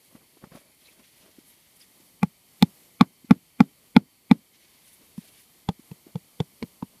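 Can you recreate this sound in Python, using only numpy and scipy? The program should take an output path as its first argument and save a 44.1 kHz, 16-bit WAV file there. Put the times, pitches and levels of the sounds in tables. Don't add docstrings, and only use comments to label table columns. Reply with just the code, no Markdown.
import sys
import numpy as np
from scipy import signal
from scipy.fft import rfft, irfft, next_fast_len
from scipy.io import wavfile
from scipy.ndimage import map_coordinates

SR = 44100
rng = np.random.default_rng(int(sys.argv[2]) if len(sys.argv) > 2 else 0)


def volts(x):
    e = np.asarray(x, float) / 20
    return 10 ** e


def int16_out(signal):
    q = np.round(np.clip(np.atleast_2d(signal).T, -1, 1) * 32767)
    wavfile.write(sys.argv[1], SR, q.astype(np.int16))


N = 308700
T = np.arange(SR // 6) / SR

# (time [s], thump pitch [Hz], thump level [dB], crunch level [dB], top level [dB])
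HAMMER_BLOWS = [
    (2.2300, 195, -8.7, -24, -35),
    (2.6248, 205, -1.5, -15, -23.5),
    (3.0099, 220, -0.5, -21, -28.5),
    (3.3088, 219, 1.5, -20, -33.5),
    (3.6045, 221, 0.6, -18, -36),
    (3.9646, 222, 1.2, -25.5, -33.5),
    (4.3125, 220, 1, -21, -35.5),
]
# (square hit [dB], sideways slip [dB], twist [dB], bite on the rim [dB])
BLOW_LANDINGS = [
    (-21.5, -28.5, -23, -40),
    (-19, -34, -29, -15.5),
    (-16, -11, -25, -16.5),
    (-17.5, -18, -19, -24.5),
    (-18, -20.5, -14.5, -26.5),
    (-11, -28, -16.5, -17),
    (-17, -24, -24, -26),
]
# (pitch [Hz], level [dB], t60 [s])
PIPE_MODES = [
    [(452, 8.5, 0.025)],
    [(842, 9.5, 0.024)],
    [(1130, 11, 0.017)],
    [(1360, 0, 0.024)],
    [(2040, 4, 0.015), (2390, 4, 0.015)],
    [(3530, 12, 0.007), (4230, 3.5, .009), (5100, -5, 0.017)],
]
# (time [s], peak [dB], thump pitch [Hz], contact [s], push [dB])
PALM_PATS = [(5.179, -25, 197.5, 0.013, -46), (5.6885, -12, 170, 0.0068, -30),
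             (5.6947, -24, 196, 0.013, -50), (5.9076, -38.5, 170, 0.0065, -60),
             (5.9141, -27.5, 159, 0.011, -44), (6.149, -33, 170, 0.0064, -58),
             (6.1549, -20, 160, 0.012, -53.5), (6.4027, -14, 149, 0.0128, -42),
             (6.621, -31.5, 262, .004, -60.5), (6.6254, -21, 250, .005, -24),
             (6.633, -22, 191, 0.0071, -44), (6.823, -30, 404, 0.003, -60), (6.8266, -19, 210, 0.0071, -34)]
# (time [s], hollow [dB], slap [dB], grit pitch [Hz], grit level [dB])
PALM_SLAPS = [
    (5.179, -51, -50, 3500, -54),
    (5.688, -17, -19.5, 3350, -24.5),
    (5.914, -38, -48, 2600, -45),
    (6.1556, -29, -36, 3350, -39.5),
    (6.4018, -18, -28, 3450, -27),
    (6.626, -24, -36, 2220, -30),
    (6.8248, -39, -29.5, 2330, -46),
]
# (time [s], peak [dB], thump pitch [Hz], slap [dB], grit [dB])
FINGER_TOUCHES = [(0.150, -34, 225, -47, -62), (0.368, -49, 328, -56, -61), (0.424, -44, 213, -62, -69),
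                  (0.4375, -26.5, 221, -39, -58), (0.469, -43, 187, -66, -66), (0.517, -37, 196, -44, -60),
                  (0.550, -33, 198, -50, -52), (0.57, -40, 610, -52, -58), (0.884, -56, 480, -61, -65),
                  (0.993, -50, 237, -55, -68), (1.258, -53, 360, -55, -64), (1.384, -35.5, 283, -67, -58),
                  (1.997, -51.5, 310, -72, -60), (3.244, -36, 247, -71.5, -59),
                  (5.011, -52.5, 280, -63, -58.5), (5.793, -35.5, 249, -64.5, -59),
                  (6.0655, -35.5, 310, -62, -63)]
# (middle [s], length [s], sand level [dB], dust over sand [dB])
SAND_SWEEPS = [(.055, .07, -67, 1.5), (.14, .07, -70, 3), (.35, .2, -72, 2.5), (.57, .1, -64, 1.2),
               (.69, .12, -69, 3), (.87, .14, -64, 1.2), (1.06, .2, -66, -.7), (1.28, .26, -64.5, -1.5),
               (1.5, .08, -63, .7), (1.64, .18, -69, -.7), (1.76, .025, -64, 6), (1.82, .045, -61, 2.5),
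               (1.97, .22, -70, 1.5), (4.55, .03, -63, -12), (4.67, .13, -63, -9), (4.79, .13, -66, -7),
               (4.905, .1, -62, 3.5), (5.09, .16, -72, -4), (5.25, .15, -61.5, 1.5), (5.38, .11, -63, 3),
               (5.56, .2, -71, -3)]
# (middle [s], length [s], level [dB])
CRUMBLING_CLODS = [(.125, .03, -61), (.162, .03, -54), (.21, .06, -63), (.355, .05, -63), (.445, .045, -53),
                   (.548, .064, -49), (.65, .13, -64), (.9, .12, -66), (.995, .05, -61), (1.25, .1, -61),
                   (1.45, .3, -73), (2.0, .1, -72), (4.8, .3, -76), (5.02, .05, -65), (5.29, .12, -67),
                   (6.085, .04, -62), (6.96, .05, -64)]
# (time [s], level [dB], pitch [Hz], length [s])
GRAIN_SCRAPES = [
    (0.86, -57, 4000, 0.016),
    (0.888, -53.5, 2360, 0.0081),
    (1.504, -60, 11600, 0.022),
    (1.816, -55, 4900, .01),
    (1.825, -59, 3300, .012),
    (1.82, -61, 11000, 0.0069),
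]
# (frequency [Hz], density [dB per Hz])
EARTH_COLOUR = [(18, -44.5), (30, -9), (112, -21.5), (195, -6.5), (478, -14), (619, -11), (802, -22.5),
                (1040, -19), (3500, -39.5), (4550, -62), (7700, -120)]
# (frequency [Hz], density [dB per Hz])
SAND_COLOUR = [(880, -47.5), (1500, -6), (2020, 0), (2900, -1), (3040, 0.5), (6420, -6), (7500, -12),
               (9750, -31.5), (16500, -120)]
# (frequency [Hz], density [dB per Hz])
DUST_COLOUR = [(3820, -39.5), (6500, -8.5), (10300, 5), (13200, -3.5), (15200, -6.5), (15800, -17),
               (16000, -57)]
# (frequency [Hz], t60 [s])
PIT_DECAY = [(150, 0.16), (500, .06), (2000, .04), (6000, 0.057), (14000, 0.01)]
# (frequency [Hz], density [dB per Hz])
AIR_COLOUR = [(15, -33.5), (25, -12.5), (48, -4.5), (206, -3), (309, -5.5), (531, -10.5), (1070, -13),
              (1230, -14), (1330, -16.5), (1440, -19.5), (2910, -13.5), (6740, -16), (12200, -10),
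              (14800, -17.5), (16000, -36)]
# (time [s], level [dB])
HISS_DRIFT = [(0.0, -63), (0.53, -63), (0.9, -63), (2.42, -60.5), (2.84, -59.5), (3.02, -62.5), (3.63, -63),
              (4.33, -63.5), (4.99, -62), (7.0, -60.5)]
# (centre [Hz], width [Hz], level [dB])
INSECT_BANDS = [(2160, 350, -74.5), (3110, 67, -78.5), (4460, 300, -75)]


def unit(x):
    return x / np.sqrt(np.mean(x ** 2) + 1e-20)


def along(points, hz):
    f, v = np.transpose(points)
    return np.interp(np.log(hz + 1), np.log(f + 1), v)


def noise(gain, grain_db=0):
    m = next_fast_len(N)
    grain = volts(grain_db * np.minimum(rng.exponential(size=m), 4))
    white = rng.standard_normal(m) * grain
    return unit(irfft(rfft(white) * gain(np.fft.rfftfreq(m, 1 / SR)), m)[:N])


def add(track, s, sound):
    track[round(s * SR):][:len(sound)] += sound


def thump(hz, contact, rise, choke):
    return np.sin(2 * np.pi * hz * T) * (1 - np.exp(-T / rise)) * np.exp(-(T / contact) ** choke)


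def ring(modes, spread_db, rise, flip=1):
    out = np.zeros(len(T))
    for i, (hz, db, t60) in enumerate(modes):
        strength_luck, pitch_luck = rng.standard_normal(2)
        decay = volts(db + spread_db * strength_luck - 60 * T / t60)
        out += flip ** i * decay * np.sin(2 * np.pi * hz * (1 + .012 * pitch_luck) * T)
    return out * (1 - np.exp(-T / rise))


def puff(lo_hz, hi_hz, t60, rise):
    sos = signal.butter(2, [lo_hz, hi_hz], "band", fs=SR, output="sos")
    burst = unit(signal.sosfilt(sos, rng.standard_normal(len(T))))
    return burst * volts(-60 * T / t60) * (1 - np.exp(-T / rise))


def hammer():
    out = np.zeros(N + SR)
    swings = 2.55
    for k, (blow, landing) in enumerate(zip(HAMMER_BLOWS, BLOW_LANDINGS)):
        s, hz, thump_db, crunch_db, top_db = blow
        square_db, slip_db, twist_db, rim_db = landing
        strengths = square_db - 3, square_db, slip_db, twist_db, square_db - 1.8, rim_db
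        rebound_db = thump_db - 10 - 1.05 * k
        add(out, s - .0006, volts(thump_db) * thump(hz, contact=swings / hz, rise=.0024, choke=4.6))
        add(out, s + .0122, -volts(rebound_db) * thump(.8 * hz, contact=.008, rise=.0012, choke=3.2))
        add(out, s + .014, volts(thump_db - 37) * puff(130, 300, t60=.15, rise=.004))
        add(out, s + .004, volts(slip_db - 17) * puff(500, 1500, t60=.065, rise=.003))
        for db, group in zip(strengths, PIPE_MODES):
            add(out, s, volts(db) * ring(group, spread_db=2, rise=.00057, flip=-1))
        trickle_db = (crunch_db + square_db) / 2 - 27
        add(out, s, volts(crunch_db) * puff(500, 4500, t60=.016, rise=.0004) / 2)
        add(out, s, volts(trickle_db) * puff(900, 5000, t60=.09, rise=.004))
        add(out, s, volts(top_db + 2) * puff(4600, 14000, t60=.014, rise=.0002))
    return out[:N]


def pats():
    out = np.zeros(N + SR)
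    for s, db, hz, contact, push_db in PALM_PATS:
        rise = .0011 * volts(-.6 * (db + 20))
        press = volts(db) * thump(hz, contact, rise, choke=3.9)
        push = volts(push_db) * thump(100, contact=.014, rise=.007, choke=2.1)
        add(out, s, press + push)
        spring = -volts(db - 19.5) * thump(.96 * hz, contact=.014, rise=.0025, choke=1.76)
        add(out, s + contact + .0019, spring)
    return out[:N]


def slaps():
    out = np.zeros(N + SR)
    for s, hollow_db, slap_db, grit_hz, grit_db in PALM_SLAPS:
        slap_hz = 840 - 3.5 * (hollow_db + 16)
        modes = [(455, hollow_db, .035), (slap_hz, slap_db + 10, .015), (grit_hz, grit_db + 8, .01)]
        add(out, s, ring(modes, spread_db=0, rise=.001))
        add(out, s, volts(hollow_db - 9.5) * puff(210, 570, t60=.053, rise=.0014))
        add(out, s, volts(slap_db - 14.5) * puff(670, 1250, t60=.041, rise=.00067))
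        add(out, s, volts(grit_db - 4) * puff(1500, 4600, t60=.025, rise=.00048))
        add(out, s, volts(grit_db - 18.5) * puff(5000, 16000, t60=.017, rise=.0005))
    return out[:N]


def touches():
    out = np.zeros(N + SR)
    for s, db, hz, slap_db, grit_db in FINGER_TOUCHES:
        contact = max(.006 - .0002 * (db + 35), .002)
        add(out, s, volts(db) * thump(hz, contact, rise=.0021, choke=3.2))
        add(out, s + .002, volts(slap_db + 3) * puff(400, 1300, t60=.025, rise=.0015))
        add(out, s + .0036, volts(grit_db) * puff(1500, 5700, t60=.088, rise=.0023))
    return out[:N]


def strokes(rows):
    t, power = np.arange(N) / SR, np.zeros(N)
    edge, trail = 4, 1.05
    stumble_per_s, stumble_db = 60, 2.5
    for s, length, db in rows:
        near = slice(max(round((s - 2 * length) * SR), 0), round((s + 2 * length) * SR))
        u = 2 * (t[near] - s) / length
        u = np.where(u > 0, u / trail, u)
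        power[near] += volts(2 * db) * np.exp(-np.abs(u) ** edge)
    stumble = map_coordinates(rng.standard_normal(N // 400), [t * stumble_per_s])
    return np.sqrt(power) * volts(stumble_db * stumble - 1)


def brushing():
    sand_rows = [(s, length, db) for s, length, db, _ in SAND_SWEEPS]
    dust_rows = [(s, length, db + fine_db) for s, length, db, fine_db in SAND_SWEEPS]
    earth = strokes(CRUMBLING_CLODS) * noise(lambda f: volts(along(EARTH_COLOUR, f)), grain_db=3)
    sand = strokes(sand_rows) * noise(lambda f: volts(along(SAND_COLOUR, f)), grain_db=2.5)
    dust = strokes(dust_rows) * noise(lambda f: volts(along(DUST_COLOUR, f)), grain_db=4.5)
    return earth + sand + dust


def scrapes():
    out = np.zeros(N + SR)
    for s, db, hz, length in GRAIN_SCRAPES:
        swell = np.exp(-((T - .05) / length) ** 2)
        add(out, s - .05, volts(db) * puff(.95 * hz, 1.07 * hz, t60=9, rise=.001) * swell)
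    return out[:N]


def pit(x):
    out = np.zeros(N + SR)
    block = SR // 4
    for start in range(0, N, block):
        hz, t, z = signal.stft(rng.standard_normal(block), SR, nperseg=256)
        decay = volts(-60 * t / along(PIT_DECAY, hz)[:, None])
        tail = signal.istft(z * decay, SR, nperseg=256)[1]
        answer = signal.fftconvolve(x[start:start + block], tail / np.linalg.norm(tail))
        add(out, start / SR + .014, answer)
    return volts(-37.5) * out[:N]


def field():
    t = np.arange(N) / SR
    insects = np.zeros(N)
    for hz, width, db in INSECT_BANDS:
        insects += volts(db) * noise(lambda f: np.exp(-((f - hz) / width) ** 2))
    hiss = noise(lambda f: volts(along(AIR_COLOUR, f)))
    flutter_per_s, flutter_db = 9, .8
    flutter = map_coordinates(rng.standard_normal(N // 400), [t * flutter_per_s])
    drift_db = np.interp(t, *np.transpose(HISS_DRIFT)) + 1.4
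    return volts(drift_db + flutter_db * flutter) * hiss + insects


def scene():
    contacts = hammer() + pats() + slaps() + touches()
    return (contacts + pit(contacts) + scrapes() + brushing() + field())[None]


def shadow(x):
    low = signal.sosfilt(signal.butter(6, 3000, fs=SR, output="sos"), x)
    low = low + volts(4) * signal.sosfilt(signal.butter(2, 1800, "high", fs=SR, output="sos"), low)
    out = np.zeros(N + SR)
    block = SR // 4
    for start in range(0, N, block):
        lead = (rng.standard_normal(len(T)) * volts(-60 * T / .035))[::-1]
        add(out, start / SR, signal.fftconvolve(low[start:start + block], lead / np.linalg.norm(lead)))
    return volts(-21) * out[len(T):len(T) + N]


def roll_off(x):
    return signal.sosfilt(signal.butter(12, 16470, fs=SR, output="sos"), x)


def record(dry):
    x = dry + shadow(dry[0])
    x = signal.sosfilt(signal.butter(1, 70, "high", fs=SR, output="sos"), x)
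    x = x / (1 + np.abs(x / 1.01) ** 8) ** (1 / 8)
    x = signal.sosfiltfilt(signal.butter(12, 15500, fs=SR, output="sos"), x)
    return roll_off(x)


dry = scene()
out = record(dry)
int16_out(out)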